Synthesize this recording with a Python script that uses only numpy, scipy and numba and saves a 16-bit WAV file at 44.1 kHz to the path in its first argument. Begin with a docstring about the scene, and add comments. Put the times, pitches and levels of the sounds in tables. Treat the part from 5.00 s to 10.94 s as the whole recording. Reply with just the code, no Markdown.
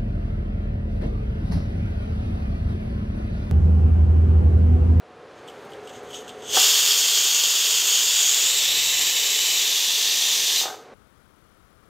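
"""A hob's fan rushes softly in a small kitchen, heard from close above the lid of a pressure cooker.
Wet steam spits past the weight that sits on the valve, until the weight lifts with a knock and a loud
jet blows for four seconds. The weight slowly turns, which shifts the hiss; then it rattles back onto
its seat and the jet dies away. The fan runs throughout."""
import sys
import numpy as np
from scipy import signal
from scipy.fft import rfft, irfft
from scipy.io import wavfile
from scipy.ndimage import uniform_filter1d
from numba import njit

SR = 44100
rng = np.random.default_rng(int(sys.argv[2]) if len(sys.argv) > 2 else 0)


def to_wav(sig):
    """Store sig (one row per channel, or 1-D mono) as 16-bit WAV at the path in sys.argv[1].

    Samples outside -1..1 are clipped; the rate is SR.
    """
    pcm = np.clip(np.atleast_2d(sig), -1, 1) * 32767
    pcm = np.round(pcm).astype(np.int16)
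    wavfile.write(sys.argv[1], SR, pcm.T)  # frames by channels


N = 261938
TIME = np.arange(N) / SR

# Levels in the tables are relative: each layer gets its overall loudness later.
# The rush of the fan's draught and the boil: (pitch [Hz], level [dB])
HOB_RUSH = [(25, -35), (45, -24), (75, -8), (200, -6.5), (330, -1.5), (470, 5), (650, -3), (900, -6.5),
            (1250, -6), (2200, -14), (4000, -20.5), (8000, -33), (11000, -39.5), (15500, -61)]
# Hums of the pot and the hob: (pitch [Hz], width [Hz], level [dB])
HOB_HUMS = [(244.2, 8.6, -21.5), (419.9, 30, -3.5), (791, 5.7, -16.5)]
# Puffs of steam that nudge the weight, the last one lifting it: (time [s], level [dB])
STEAM_PUFFS = [(.385, -61), (.9, -55), (.965, -49), (1.16, -40), (1.29, -51), (1.56, -22.5)]
# Water spat through the seat, the rim that the weight rests on: (time [s], level [dB])
WATER_SPITS = [(.4773, -33), (.4847, -35), (.4974, -39), (.7188, -38), (.7344, -38), (.8734, -32),
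               (.8934, -33), (1.1034, -38), (1.1314, -32), (1.1415, -29), (1.2795, -29.5), (1.293, -28),
               (1.4222, -36)]
# The broad hiss of the nearly closed seat: (pitch [Hz], level [dB])
LEAK_HISS = [(120, -40), (500, -3), (2200, -15), (3600, -29), (4500, -6), (6000, -5.5), (8200, -0.5),
             (10000, -22), (12800, -13), (15500, -24)]
# Pitches at which the seat rings: (pitch [Hz], width [Hz], steam level [dB], spit level [dB])
SEAT_RINGS = [(3050, 600, -4.5, 4.5), (3360, 650, -4.5, -3), (6440, 820, -3.5, -20)]
# The jet's roar at the weight's first, middle and last position: (pitch [Hz], level [dB])
ROAR_FIRST = [(100, -38), (500, -17), (1200, -9.5), (1900, -8), (2200, -8.5), (2480, -7), (2750, 2),
              (4600, 1), (5700, 1), (8000, -2.5), (10100, -13), (11400, -11.5), (12400, -6), (15500, -9)]
ROAR_MIDDLE = [(100, -32), (450, -16), (1050, -12.5), (1470, -18.5), (1780, -7.5), (2300, -3.5), (2850, -2),
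               (4400, -6), (5700, 0), (7800, -2), (8800, -14.5), (10500, -14), (13400, -7.5),
               (15500, -13.5)]
ROAR_LAST = [(100, -41), (450, -20), (1000, -11), (1450, -18), (1780, -8.5), (2300, -6.5), (2800, 1.5),
             (4400, 1.5), (6100, 3.5), (7500, -2.5), (8700, -7), (10200, -13), (13400, -7), (15500, -13)]
# Narrow rings of the gap under the weight at those positions: (pitch [Hz], width [Hz], level [dB])
GAP_RINGS_FIRST = [(2755, 70, -23.5), (4460, 360, -10.5), (4950, 400, -11.5)]
GAP_RINGS_MIDDLE = [(2660, 190, -13.5), (3017, 210, -8.5), (4705, 120, -13.5), (5440, 360, -19),
                    (7550, 520, -12)]
GAP_RINGS_LAST = [(1815, 260, -23), (2840, 170, -32), (5900, 550, -19), (7160, 120, -12)]
# The gap's two broad rings and a dip in its hiss, one row for each position:
# (low pitch [Hz], low level [dB], high pitch [Hz], high level [dB], dip pitch [Hz], dip depth [0-1])
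GAP_SHAPES = [(3320, -3.5, 6870, -2.5, 4000, 0.35), (3720, -4.5, 7100, -8.5, 4860, 0.18),
              (3570, -5, 6640, -17, 5300, .25)]
# The weight hits its stop, and later chatters back down: (time [s], level [dB])
WEIGHT_KNOCKS = [(1.569, -12), (5.61, -22), (5.634, -21), (5.655, -15), (5.679, -19), (5.699, -20),
                 (5.721, -27), (5.741, -27)]
# The notes of the weight and lid: (pitch [Hz], level [dB], time to fade by 60 dB [s])
LID_NOTES = [(279, -24, 0.18), (354, -5, 0.026), (473, -9, 0.12), (590, 4, 0.011), (758, -5, 0.15),
             (817, -4.5, 0.099), (1015, -12, 0.046), (1236, -15.5, 0.23), (1537, -11, 0.07)]
# Each turn carries the weight to its next position: (time at mid-turn [s], easing time [s])
WEIGHT_TURNS = [(3.43, 0.17), (4.64, 0.033)]
# The weight tilts on the jet for a moment: (time [s], half length [s], extra flow [dB],
# pitch rise [fraction], extra low ring [dB], extra high ring [dB])
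WEIGHT_TILTS = [(3.3, 0.34, 0.8, .005, -1, 4), (3.544, 0.071, -0.7, 0.061, 2.5, 2),
                (3.71, 0.084, 0, 0.036, 3.5, -9), (5.58, 0.022, 0, 0.085, 2.5, -3)]

HOB_DB, HOB_SWELL_S, HOB_SWELL_DB = -43, 0.56, 7.5  # the hob swells at first, then holds
FAN_HZ, FAN_DB, HUM_SWELL_DB = 732, -10.5, 20
SEAL_S, SEEP_DB = 0.45, -67.5  # once the pot seals, steam seeps under the weight
PUFF_RISE_DB_PER_S, PUFF_FALL_DB_PER_S = 205, 252
SPRAY_PER_S, SPRAY_DB = 45, -65
OPEN_S, OPEN_RISE_S, JET_DB = 1.551, 0.018, -16
CLOSE_S, CLOSE_DB_PER_S = 5.619, 320
ROCKING = 0.013  # the weight rocks, so the broad rings waver by this fraction of their pitch
BLAST_CUT_DB, SETTLE_S = 3, 0.46  # the broad rings start weaker and grow as the weight settles
LOUD_DB, SQUEEZE_RATIO, TURN_DOWN_S, RECOVER_S = -24, 2.45, 0.25, 0.86  # automatic volume control
TOP_HZ = 15600


def undb(db):
    """Turn decibels into a number to multiply by."""
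    return 10 ** (np.asarray(db) / 20)


def unit(x):
    """Scale a signal to an average strength (rms) of 1."""
    return x / np.sqrt(np.mean(x ** 2))


def noise():
    """White noise: an even hiss."""
    return rng.standard_normal(N)


def walk(rate):
    """Glide to a new random value `rate` times a second; the typical size is 1."""
    hold = max(int(SR / rate), 1)
    return unit(uniform_filter1d(noise()[np.arange(N) // hold], hold))


def step(s, rise_s):
    """A smooth step from 0 to 1 around time s."""
    return .5 + .5 * np.tanh((TIME - s) / (2 * rise_s))


def bump(s, half_s):
    """A smooth swell from 0 to 1 and back around time s."""
    return np.exp(-((TIME - s) / half_s) ** 2)


def bursts(rows, decay_s):
    """A loudness curve that jumps at each (time [s], level [dB]) and dies away."""
    return sum(undb(db) * (TIME >= s) * np.exp(-np.abs(TIME - s) / decay_s) for s, db in rows)


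def colour(x, points):
    """Shape the tone of x along a curve of (pitch [Hz], level [dB]) points."""
    hz, db = np.transpose(points)
    size = 4096
    bins = np.maximum(np.fft.rfftfreq(size, 1 / SR), 1)
    gain = undb(np.interp(np.log(bins), np.log(hz), db))
    cepstrum = irfft(np.log(gain))
    cepstrum[1:size // 2] *= 2  # fold it so the filter never sounds ahead of its input
    cepstrum[size // 2 + 1:] = 0
    return signal.fftconvolve(x, irfft(np.exp(rfft(cepstrum))))[:N]


@njit
def band_pass(x, hz, width):
    """Keep the part of x near a pitch that may move (a state-variable filter)."""
    y, band, low = np.empty(len(x)), 0., 0.
    for i in range(len(x)):
        tuning, damping = np.tan(np.pi * hz[i] / SR), width / hz[i]
        swing = (band + tuning * (x[i] - low)) / (1 + tuning * (tuning + damping))
        band, low = 2 * swing - band, low + 2 * tuning * swing
        y[i] = damping * swing
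    return y


def resonate(x, hz, width):
    """Make x ring around one pitch by filtering it twice."""
    centre = hz * np.ones(N)
    return band_pass(band_pass(x + 1e-18, centre, float(width)), centre, float(width))


def hob():
    """Draught and boil make a soft rush with the fan blades' tone in it; a hum rises as the pot seals."""
    rush = unit(colour(noise(), HOB_RUSH)) * undb(0.23 * walk(24))
    hum = sum(undb(db) * unit(resonate(noise(), hz, width)) for hz, width, db in HOB_HUMS)
    hum = hum * undb(-HUM_SWELL_DB * (1 - step(SEAL_S, rise_s=0.02)))
    blade_hz = FAN_HZ * (1 + 0.003 * walk(13))
    blades = unit(np.sin(2 * np.pi * np.cumsum(blade_hz) / SR) * undb(2 * walk(6.9)))
    early = np.maximum(1 - TIME / HOB_SWELL_S, 0)
    return undb(HOB_DB - HOB_SWELL_DB * early) * (undb(0.5) * rush + hum + undb(FAN_DB) * blades)


def sputter(rate, drop_db, decay_s, flutter_db, spread_db=3):
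    """The loudness of wet steam: it flutters, and surges briefly as each droplet is torn apart."""
    drops = (rng.random(N) < rate / SR) * undb(drop_db + spread_db * np.clip(noise(), -2, 2))
    surge = signal.lfilter([1], [1, -np.exp(-2 / (decay_s * SR))], drops ** 2)
    return unit(np.sqrt(1 + surge) * undb(flutter_db * walk(70)))


def seat_flow(seated):
    """Steam passing the resting weight: a steady seep, plus puffs that swell and fade."""
    flow = seated * undb(SEEP_DB)
    for s, db in STEAM_PUFFS:
        fade_db = np.maximum(PUFF_RISE_DB_PER_S * (s - TIME), PUFF_FALL_DB_PER_S * (TIME - s))
        flow = np.hypot(flow, undb(db - fade_db))
    return flow


def leak():
    """Steam seeps under the weight with a thin hiss and ticking spray; spits make its hollow chirp."""
    seated = step(SEAL_S, rise_s=.02) * (1 - step(OPEN_S, OPEN_RISE_S))
    seep = seat_flow(seated) * sputter(rate=99, drop_db=-12, decay_s=0.0017, flutter_db=1.5)
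    spit = undb(-14.5) * bursts(WATER_SPITS, decay_s=0.0059)
    hiss = unit(colour(noise(), LEAK_HISS)) * (undb(-5) * seep + undb(-3) * spit)
    hollow = 0
    for hz, width, steam_db, spit_db in SEAT_RINGS:
        strength = undb(steam_db) * seep + undb(spit_db) * spit
        hollow = hollow + strength * unit(resonate(noise(), hz, width))
    ticks = sputter(rate=SPRAY_PER_S, drop_db=11, decay_s=.003, flutter_db=3)
    spray = undb(SPRAY_DB) * seated * ticks * resonate(noise(), 10000, width=14000)
    return hiss + hollow + spray


def jet_roar(position, wet):
    """Swirling steam roars and rings the gap; one tone fades into the next as the weight turns."""
    tones = [(ROAR_FIRST, GAP_RINGS_FIRST), (ROAR_MIDDLE, GAP_RINGS_MIDDLE), (ROAR_LAST, GAP_RINGS_LAST)]
    steam = 0
    for k, (points, rings) in enumerate(tones):
        share = np.maximum(1 - np.abs(position - k), 0)
        swirls = wet * noise()
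        ringing = sum(undb(db) * unit(resonate(swirls, hz, width)) for hz, width, db in rings)
        roar = unit(colour(wet * noise(), points))
        steam = steam + np.sqrt(share) * unit(roar + ringing)
    return steam


def jet():
    """Wet steam blasts out while the weight is up; its rings shift as the weight turns and tilts."""
    position = sum(step(s, rise_s) for s, rise_s in WEIGHT_TURNS)
    gap = [np.interp(position, np.arange(len(column)), column) for column in np.transpose(GAP_SHAPES)]
    low_hz, low_db, high_hz, high_db, dip_hz, dip_depth = gap
    tilt = sum(np.outer(effects, bump(s, half_s)) for s, half_s, *effects in WEIGHT_TILTS)
    flow_db, pitch_rise, low_tilt_db, high_tilt_db = tilt
    wet = sputter(rate=170, drop_db=0, decay_s=0.0011, flutter_db=.5)
    roar = jet_roar(position, wet)
    pitch = 1 + pitch_rise + ROCKING * walk(13)
    low_ring = undb(low_db + low_tilt_db) * unit(resonate(wet * noise(), low_hz * pitch, width=790))
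    high_gain = undb(high_db + high_tilt_db + 1.3 * walk(37))
    high_ring = high_gain * unit(resonate(wet * noise(), high_hz * pitch, width=1300))
    cut_db = BLAST_CUT_DB * np.exp(-np.maximum(TIME - OPEN_S, 0) / SETTLE_S)
    steam = roar + undb(-cut_db) * (low_ring + high_ring)
    steam = steam - dip_depth * band_pass(steam, dip_hz, 500.0)
    closing_db = CLOSE_DB_PER_S * np.maximum(TIME - CLOSE_S, 0)
    flow = step(OPEN_S, OPEN_RISE_S) * undb(JET_DB - closing_db)
    return steam * flow * undb(flow_db + 0.15 * walk(17))


def knocks():
    """Each blow of the weight rings the lid briefly, with a dull thud."""
    ring = np.zeros(N)
    for s, knock_db in WEIGHT_KNOCKS:
        start = int(s * SR)
        age = TIME[:N - start]
        contact = 1 - np.exp(-age / 0.0023)  # the wet seat cushions the blow
        chance = rng.standard_normal((len(LID_NOTES), 2))
        for (hz, db, fade_s), (detune, phase) in zip(LID_NOTES, chance):
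            swing = contact * np.sin(2 * np.pi * hz * (1 + 0.0072 * detune) * age + np.pi * phase)
            ring[start:] += undb(knock_db + db) * swing * np.exp(-np.log(1000) * age / fade_s)
    thud = resonate(bursts(WEIGHT_KNOCKS, decay_s=0.0093) * noise(), 820, width=1030)
    return undb(-3.5) * ring + undb(6.5) * thud


def billow():
    """A cloud of steam brushes the microphone with a faint, low rumble."""
    return undb(-47) * bump(s=3.85, half_s=.2) * unit(resonate(noise(), 89, width=160))


def kitchen(x, fade_s, echo_db, gap_s):
    """Close, hard walls send back a blur of echoes that falls by 60 dB in fade_s."""
    age = TIME[:SR // 2]
    tail = rng.standard_normal(len(age)) * np.exp(-np.log(1000) * age / fade_s) * (age > gap_s)
    return undb(echo_db) * signal.fftconvolve(x, tail / np.linalg.norm(tail))[:N]


def scene():
    """The valve and its echoes over the hob and the billow, alike in both ears."""
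    valve = leak() + jet() + knocks()
    echoes = kitchen(valve, fade_s=0.38, echo_db=-7.5, gap_s=0.002)
    sound = hob() + valve + echoes + billow()
    return np.array([sound, sound])


@njit
def follow(x, rise, fall):
    """Trail smoothly behind x, at one speed going up and another going down."""
    y, level = np.empty(len(x)), 0.
    for i in range(len(x)):
        level += (x[i] - level) * (rise if x[i] > level else fall)
        y[i] = level
    return y


def record(dry):
    """The recorder turns itself down under the loud jet and cuts the highest treble."""
    level_db = 10 * np.log10(np.abs(uniform_filter1d(dry[0] ** 2, size=1024)) + 1e-12)
    excess_db = np.maximum(level_db - LOUD_DB, 0) * (1 - 1 / SQUEEZE_RATIO)
    cut_db = follow(excess_db, 1 / (TURN_DOWN_S * SR), 1 / (RECOVER_S * SR))
    treble_cut = signal.ellip(12, .1, 85, TOP_HZ, fs=SR, output="sos")
    return signal.sosfilt(treble_cut, dry * undb(-cut_db))


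dry = scene()
out = record(dry)
to_wav(out)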